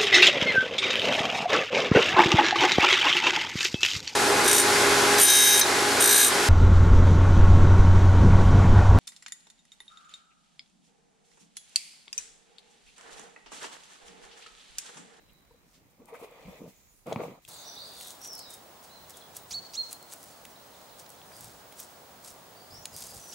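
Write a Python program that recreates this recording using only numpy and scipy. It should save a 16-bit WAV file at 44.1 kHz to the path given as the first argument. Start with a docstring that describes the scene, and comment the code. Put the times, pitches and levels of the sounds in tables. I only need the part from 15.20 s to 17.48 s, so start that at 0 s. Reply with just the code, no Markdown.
"""Embroidered cloth in a quiet room

Silky cloth is lifted, shifted and shaken open: folds push soft puffs of air (short enveloped cosines),
the weave rustles and hisses (shaped noise with random grains) and rubs on itself (swelling band noise).
Sequins tick (decaying noise bursts), a bangle tinkles (swelling sine tones), and a narrow shimmer
(fluttering band noise) comes and goes over the room tone. A short damped tail follows flaps and trinkets."""
import sys
import numpy as np
from scipy import signal
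from scipy.fft import rfft, irfft, next_fast_len
from scipy.io import wavfile
from scipy.ndimage import uniform_filter1d

SR = 44100
rng = np.random.default_rng(int(sys.argv[2]) if len(sys.argv) > 2 else 0)


def to_wav(s):
    """Save 16-bit WAV."""
    ch = np.atleast_2d(s).T  # columns
    pcm = np.round(np.clip(ch, -1, 1) * 32767)  # PCM
    wavfile.write(sys.argv[1], SR, pcm.astype(np.int16))


N = 100459

# Level of the room tone: time_s, level_db
ROOM_TONE_LEVEL = [(0, -63.5), (.8, -68), (1.5, -65), (1.75, -67.5), (2.28, -66.5)]
# Spectrum of the room tone: frequency_hz, relative_density_db
ROOM_TONE_SPECTRUM = [(18, -29), (30, 10.5), (199, -5), (449, -8), (988, -9), (1280, -10.5), (6720, -21),
                      (16000, -22.5)]
# Left-right correlation of the room tone: frequency_hz, correlation (no unit)
ROOM_TONE_CORRELATION = [(60, 0.17), (640, 0.028), (1400, 0.0064)]
# Narrow shimmer in the background: time_s, level_db
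SHIMMER_LEVEL = [(0, -70), (.18, -76), (.39, -80), (.45, -95), (1.95, -95), (2.13, -80)]
# Sequin ticks: start_s, peak_db, centre_hz, width_octaves, left_over_right_db
SEQUIN_TICKS = [(0.133, -53.5, 12700, .5, 8), (0.857, -46.5, 9700, 0.92, 14.5), (1.1112, -52, 11000, 1, 16),
                (1.2276, -55, 4800, .6, 11), (1.357, -55, 6500, 0.37, -10), (1.8684, -44.5, 7900, 1, -11),
                (1.927, -32.5, 3470, 0.089, 1), (1.928, -36, 6100, 0.37, -3), (2.25, -43.5, 2910, 0.2, 9),
                (2.2501, -45.5, 5860, 0.68, 11)]
# Bangle tones: peak_s, peak_db, pitch_hz, swell_s
BANGLE_TINKLES = [(1.565, -66, 6820, .01), (1.695, -62, 6770, .014)]
# Short rubs of weave on weave: start_s, nominal_length_s, level_db, centre_hz, width_octaves
WEAVE_RUBS = [(0.092, 0.0072, -63, 2660, 0.34), (0.463, 0.11, -71, 6400, 0.6),
              (0.529, 0.061, -62.5, 4100, 0.86), (0.697, 0.031, -70.5, 7760, 1),
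              (0.873, 0.046, -64.5, 9300, 0.66), (0.933, 0.052, -61, 8300, 0.75),
              (0.939, 0.019, -50, 1190, 0.4), (.948, 0.027, -54, 2240, 0.14),
              (0.985, 0.053, -60, 8800, 0.77), (1.023, 0.046, -58, 7500, 1.1),
              (1.27, 0.053, -66, 8900, 1.5), (1.362, 0.054, -66.5, 6000, 0.81),
              (1.476, 0.04, -58.5, 7740, 2.8), (1.519, 0.34, -72, 6900, 0.12),
              (1.692, 0.18, -69.5, 9900, 0.23), (1.856, 0.14, -56.5, 7700, 2.2),
              (2.214, 0.057, -66.5, 8200, 1.8)]
# Movement of the cloth: time_s, rustle_level_db, bass_over_rustle_db, upper_over_rustle_db
CLOTH_MOVEMENT = [(.77, -76, 6, -1), (.8, -62.5, 0, -15), (.87, -64, 6, -9.5), (.89, -53, -13, -6),
                  (.92, -54.5, -16, -13.5), (.95, -46, -17, -12.5), (.98, -61.5, -9, 0),
                  (1.0, -52, -11, -10), (1.045, -45.5, -25, -11), (1.062, -56.5, -15, -6.5),
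                  (1.2, -55.5, -14, -4.5), (1.29, -54.5, 0, -4.5), (1.38, -55, -14, -3),
                  (1.42, -57, 9.5, -12.5), (1.49, -62, 6, -6), (1.53, -77, 3, 5), (1.852, -86, 10, 3),
                  (1.864, -45.5, -3.5, -14), (1.93, -38.5, -3, -10.5), (1.95, -51, 3.5, -10.5),
                  (2.01, -38, -5, -14), (2.06, -45.5, -2.5, -10.5), (2.11, -52, 1, -7.5),
                  (2.19, -57, -13, -16.5), (2.21, -81.5, 10, 5.5)]
# Weave sliding on weave: time_s, level_db
WEAVE_SLIDE = [(0, -76), (.85, -73.5), (1.1, -70.5), (1.3, -63.5), (1.7, -67), (1.95, -71.5), (2.04, -55.5),
               (2.1, -64), (2.2, -73.5), (2.28, -62)]
# Spectra of the cloth's three rustle ranges and of its hiss: frequency_hz, relative_density_db
BASS_SPECTRUM = [(35, -40), (60, -17), (75, -17), (161, 2), (350, -5.5), (460, -12), (770, -120)]
BODY_SPECTRUM = [(160, -51), (280, -20), (335, -31), (470, -11), (774, -17.5), (1200, -20.5), (1650, -38),
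                 (2140, -67), (3630, -120)]
UPPER_SPECTRUM = [(940, -78), (1600, -13.5), (2070, -4), (2450, -2), (2800, -11), (3400, -9.5), (4800, -19),
                  (10600, -120)]
HISS_SPECTRUM = [(2470, -14.5), (4200, -4.5), (5200, -5), (6800, 0), (9300, -8.5), (13100, -4.5),
                 (15100, -0.5), (16000, -12)]
# Left-right correlation of the cloth noise: frequency_hz, correlation (no unit)
CLOTH_CORRELATION = [(60, 1), (240, 0.94), (950, 0.59), (3770, -0.11), (15000, -0.19)]
# Puffs of flapping folds, one with an added higher partial (the row near 1 kHz at 0.313 s):
# peak_s, drive_db, pitch_hz, cycles (no unit), snap_over_drive_db
FLAP_PUFFS = [(.312, -52, 477, 9.5, -29), (0.313, -53, 970, 11.4, -33), (.347, -53, 496, 6.5, -20),
              (.804, -45.5, 248, 4.6, -28), (.82, -42.5, 470, 3.9, -16), (.888, -41.5, 836, 6, -10),
              (.931, -34.5, 462, 11, -11), (1.017, -32.5, 420, 1.2, -27), (1.028, -34.5, 436, 3.25, -26),
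              (1.045, -37, 423, 6.1, -26), (1.259, -41, 156, 3.3, -5.5), (1.287, -35.5, 185.7, 5.4, -18),
              (1.33, -39.5, 515, 5, -32), (1.42, -35, 490, 3.7, -35), (1.442, -36.5, 440, 4.6, -39),
              (1.464, -39.5, 588, 6.9, -36), (1.479, -31.5, 337, 0.85, -28), (1.874, -25.5, 413, 1.4, -17),
              (1.88, -26.5, 520, 1.5, -31), (1.886, -31.5, 217, 2.9, -30), (1.915, -22, 550, 2.3, -29),
              (1.924, -15, 664, 2.16, -19), (1.929, -20.5, 577, 1.4, -28), (1.9604, -17.5, 935, 2.14, -9.5),
              (1.964, -21.5, 204, 2, -21), (1.972, -31, 208, 2.1, -29), (2.0, -22.5, 467, 3.9, -18),
              (2.0045, -22, 520, 1.5, -11), (2.018, -23, 428, 1.4, -22), (2.036, -23.5, 670, 2.9, -11),
              (2.041, -27.5, 497, 2.5, -26), (2.083, -25, 404, 1.3, -21)]
# Heavy folds landing on the mattress: approximate_peak_s, drive_db, pitch_hz
FOLD_LANDINGS = [(1.269, -48, 50.4), (1.3, -46, 60), (1.965, -34.5, 127)]
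# Difference in colour of the two channels: frequency_hz, left_over_right_db
CHANNEL_COLOUR = [(60, -3.5), (270, -0.5), (2000, 1), (3300, 0), (5500, -6.5), (9080, 4.5), (15000, -8.5)]

SHIMMER_HZ, SHIMMER_WIDTH_HZ = 3950, 140
FLUTTER_HZ, FLUTTER_RMS_DB = 30, 1.5
TICK_T60_S, TICK_ATTACK_S = 0.01, 0.0002
RUB_ATTACK, RUB_RELEASE_S, RUB_PAN_DB = 0.13, 0.0089, 1  # attack as a share of the length
FLAP_LOW_HZ, FLAP_HIGH_HZ, FLAP_PAN_DB = 94, 1430, 2.5  # range in which a fold pushes air
SNAP_HZ, SNAP_CYCLES = 2290, 5.28
CRACK_HZ, CRACK_CYCLES, CRACK_DB = 4000, 2.6, -10  # bright edge of a snap, level relative to it
LANDING_CYCLES = 2.3
ROOM_T60_S, ROOM_DB, ROOM_SIDE = 0.21, -10.5, 0.53
PATCHY_RMS_DB = 1.3
TOP_HZ = 15800  # nothing sounds above this


def amp(db):
    """Decibel law: 20 dB is a tenfold amplitude."""
    return 10 ** (np.asarray(db) / 20)


def unit(x):
    """Normalisation to an rms of 1."""
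    return x / np.sqrt(np.mean(x ** 2) + 1e-20)


def along(points, hz):
    """Interpolation of (Hz, value) points on a logarithmic frequency axis."""
    f, v = np.transpose(points)
    return np.interp(np.log(hz + 1), np.log(f + 1), v)


def curves(rows):
    """Linear interpolation in time: one value per sample for each column after the time."""
    s, *cols = np.transpose(rows)
    return [np.interp(np.arange(N) / SR, s, c) for c in cols]


def filtered(x, response):
    """Linear filtering: the spectrum is multiplied by a response of frequency."""
    m = next_fast_len(N + SR // 2)
    return irfft(rfft(x, m) * response(np.fft.rfftfreq(m, 1 / SR)), m)[..., :N]


def band(hz, centre_hz, width_octaves):
    """Gaussian band-pass response on an octave axis."""
    octaves = np.log2((hz + 1) / centre_hz)
    return np.exp(-(octaves / width_octaves) ** 2 / 2)


def patchy(pair):
    """Time-frequency modulation: random gain over patches of about 700 Hz by 50 ms."""
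    z = signal.stft(pair, nperseg=512)[2]
    field = rng.standard_normal(z.shape[1:])
    field = uniform_filter1d(uniform_filter1d(field, size=8, axis=0), size=8, axis=1)
    return signal.istft(z * amp(PATCHY_RMS_DB * unit(field)), nperseg=512)[1][:, :N]


def rustle(spectrum, correlation, rate, spread_db, smooth):
    """Granular noise: uneven grains (rate per second) on a share of smooth noise, stereo, rms 1."""
    sizes = amp(spread_db * rng.standard_normal(N).clip(-2, 2))
    grains = (rng.random(N) < rate / SR) * sizes
    smooth = np.clip(smooth, 0, 1)
    envelope = np.sqrt(smooth) + np.sqrt(1 - smooth) * unit(grains)
    pair = envelope * rng.standard_normal((2, N))

    def response(hz):
        """Mid-side power split: the split angle is half the arc cosine of the correlation."""
        angle = np.arccos(np.clip(along(correlation, hz), -1, 1)) / 2
        return amp(along(spectrum, hz)) * [np.cos(angle), np.sin(angle)]

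    mid, side = filtered(patchy(pair), response)
    return unit(np.array([mid + side, mid - side]))


def add(out, s, sound, pan_db):
    """Superposition: a sound is added at s seconds, placed by a left-right level difference."""
    part = out[:, round(s * SR):round(s * SR) + sound.shape[-1]]
    part += amp([[pan_db / 2], [-pan_db / 2]]) * sound[..., :part.shape[1]]


def puff(hz, cycles):
    """Damped pressure pulse: a push of air oscillates for a few cycles as it swells and dies."""
    cycles = max(cycles, .3)
    u = np.arange(SR // 8) / SR * hz / cycles
    envelope = (2.235 * u * np.exp(1 - 2.87 * u)) ** 2
    phase = rng.normal(0, 0.48)  # radians
    return envelope * np.cos(2 * np.pi * (u - .4) * cycles + phase)


def room_tone():
    """Coloured background noise, with microphone hiss, whose level slowly rises and falls."""
    noise = rustle(ROOM_TONE_SPECTRUM, ROOM_TONE_CORRELATION, rate=770, spread_db=-1.0, smooth=0.73)
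    return amp(curves(ROOM_TONE_LEVEL)[0]) * noise


def shimmer():
    """Amplitude modulation: narrow-band noise flutters with low-passed noise."""
    carrier = filtered(rng.standard_normal((2, N)),
                       lambda hz: np.exp(-((hz - SHIMMER_HZ) / SHIMMER_WIDTH_HZ) ** 2))
    flutter = unit(filtered(rng.standard_normal(N), lambda hz: np.exp(-(hz / FLUTTER_HZ) ** 2)))
    return amp(curves(SHIMMER_LEVEL)[0]) * unit(carrier * amp(FLUTTER_RMS_DB * flutter))


def sequins():
    """Impact noise: each sequin tick is a band of noise with a fast onset and exponential decay."""
    out, t = np.zeros((2, N)), np.arange(SR // 10) / SR
    hz = np.fft.rfftfreq(len(t), 1 / SR)
    envelope = amp(-60 * t / TICK_T60_S) * (1 - np.exp(-t / TICK_ATTACK_S))
    for s, peak_db, centre_hz, width, pan_db in SEQUIN_TICKS:
        noise = rng.standard_normal(len(t))
        burst = irfft(rfft(noise) * band(hz, centre_hz, width)) * envelope
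        add(out, s, amp(peak_db) * burst / np.abs(burst).max(), pan_db)
    return out


def bangle():
    """Single-mode ringing: each tinkle is one sine tone that swells and fades."""
    out, t = np.zeros((2, N)), np.arange(SR // 10) / SR
    for s, peak_db, tone_hz, swell in BANGLE_TINKLES:
        envelope = (t / swell * np.exp(1 - t / swell)) ** 2
        add(out, s - swell, amp(peak_db) * envelope * np.sin(2 * np.pi * tone_hz * t), 0.5)
    return out


def rubs():
    """Friction noise: each rub of the weave is a band of hiss that swells, holds and fades."""
    out, t = np.zeros((2, N)), np.arange(SR // 2) / SR
    hz = np.fft.rfftfreq(len(t), 1 / SR)
    for s, length, db, centre_hz, width in WEAVE_RUBS:
        grit = rng.standard_normal((2, len(t)))
        # lower rubs are more alike on the left and right
        grit += np.clip(900 / centre_hz, 0, 3) * grit.sum(axis=0)
        hiss = unit(irfft(rfft(grit) * band(hz, centre_hz, width)))
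        swell = 1 - np.exp(-t / (RUB_ATTACK * length))
        fade = np.exp(-np.clip(t - length / 2, 0, 1) / (RUB_RELEASE_S + length / 4))
        add(out, s, amp(db) * swell * fade * hiss, RUB_PAN_DB)
    return out


def cloth():
    """Distributed friction: moving folds give dense grains in three ranges, the weave a hiss."""
    level_db, bass_db, upper_db = curves(CLOTH_MOVEMENT)
    body = rustle(BODY_SPECTRUM, CLOTH_CORRELATION, rate=1800, spread_db=3, smooth=0.59)
    bass = rustle(BASS_SPECTRUM, CLOTH_CORRELATION, rate=300, spread_db=-1.5, smooth=0.37)
    upper = rustle(UPPER_SPECTRUM, CLOTH_CORRELATION, rate=2200, spread_db=-1.5, smooth=0.85)
    folds = amp(level_db) * (body + amp(bass_db) * bass + amp(upper_db) * upper)
    hiss = rustle(HISS_SPECTRUM, CLOTH_CORRELATION, rate=9300, spread_db=3.5, smooth=0.47)
    return folds + amp(curves(WEAVE_SLIDE)[0]) * hiss


def landings():
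    """Low-frequency impact: a heavy fold landing on the mattress gives a deep, soft puff."""
    out = np.zeros((2, N))
    for s, db, hz in FOLD_LANDINGS:
        add(out, s - 0.41 * LANDING_CYCLES / hz, amp(db) * puff(hz, LANDING_CYCLES), -1.5)
    return out


def flaps():
    """Air displacement: flapping folds give band-limited low puffs, each with a thin snap on top."""
    air, snaps = np.zeros((2, N)), np.zeros((2, N))
    for s, db, hz, cycles, snap_db in FLAP_PUFFS:
        add(air, s - 0.367 * cycles / hz, amp(db) * puff(hz, cycles), FLAP_PAN_DB)
        snap_hz = SNAP_HZ * amp(rng.normal(0, 0.28))  # pitch varies by about 3 %
        snap = puff(snap_hz, SNAP_CYCLES) + amp(CRACK_DB) * puff(CRACK_HZ, CRACK_CYCLES)
        add(snaps, s, amp(db + snap_db) * snap, FLAP_PAN_DB)

    def air_range(hz):
        """Band-pass response: half amplitude near each limit."""
        return 1 / (1 + (hz / FLAP_HIGH_HZ) ** 6) / (1 + (FLAP_LOW_HZ / (hz + 1)) ** 4)

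    return snaps + filtered(air, air_range)


def room(x):
    """Reverberation: convolution with decaying noise, as in a damped room full of textiles."""
    t = np.arange(SR // 4) / SR
    decay = amp(-60 * t / ROOM_T60_S) * (t > .003)  # silent for the first 3 ms
    mid, side = rng.standard_normal((2, len(t))) * decay
    tail = np.array([mid + ROOM_SIDE * side, mid - ROOM_SIDE * side]) / np.linalg.norm(mid)
    return amp(ROOM_DB) * signal.fftconvolve(x.mean(axis=0)[None], tail, axes=1)[:, :N]


def scene():
    """Superposition of all sources; flaps, landings and trinkets also excite the room."""
    background = room_tone() + shimmer()
    near = sequins() + bangle() + landings() + flaps()
    return background + rubs() + cloth() + near + room(near)


def record(dry):
    """Spectral weighting: two channels of different colour; nothing sounds above 15.8 kHz."""
    def response(hz):
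        """Half the level difference is given to each side, with opposite signs."""
        return amp(along(CHANNEL_COLOUR, hz) * np.array([[.5], [-.5]])) * (hz < TOP_HZ)

    return filtered(dry, response)


dry = scene()
out = record(dry)
to_wav(out)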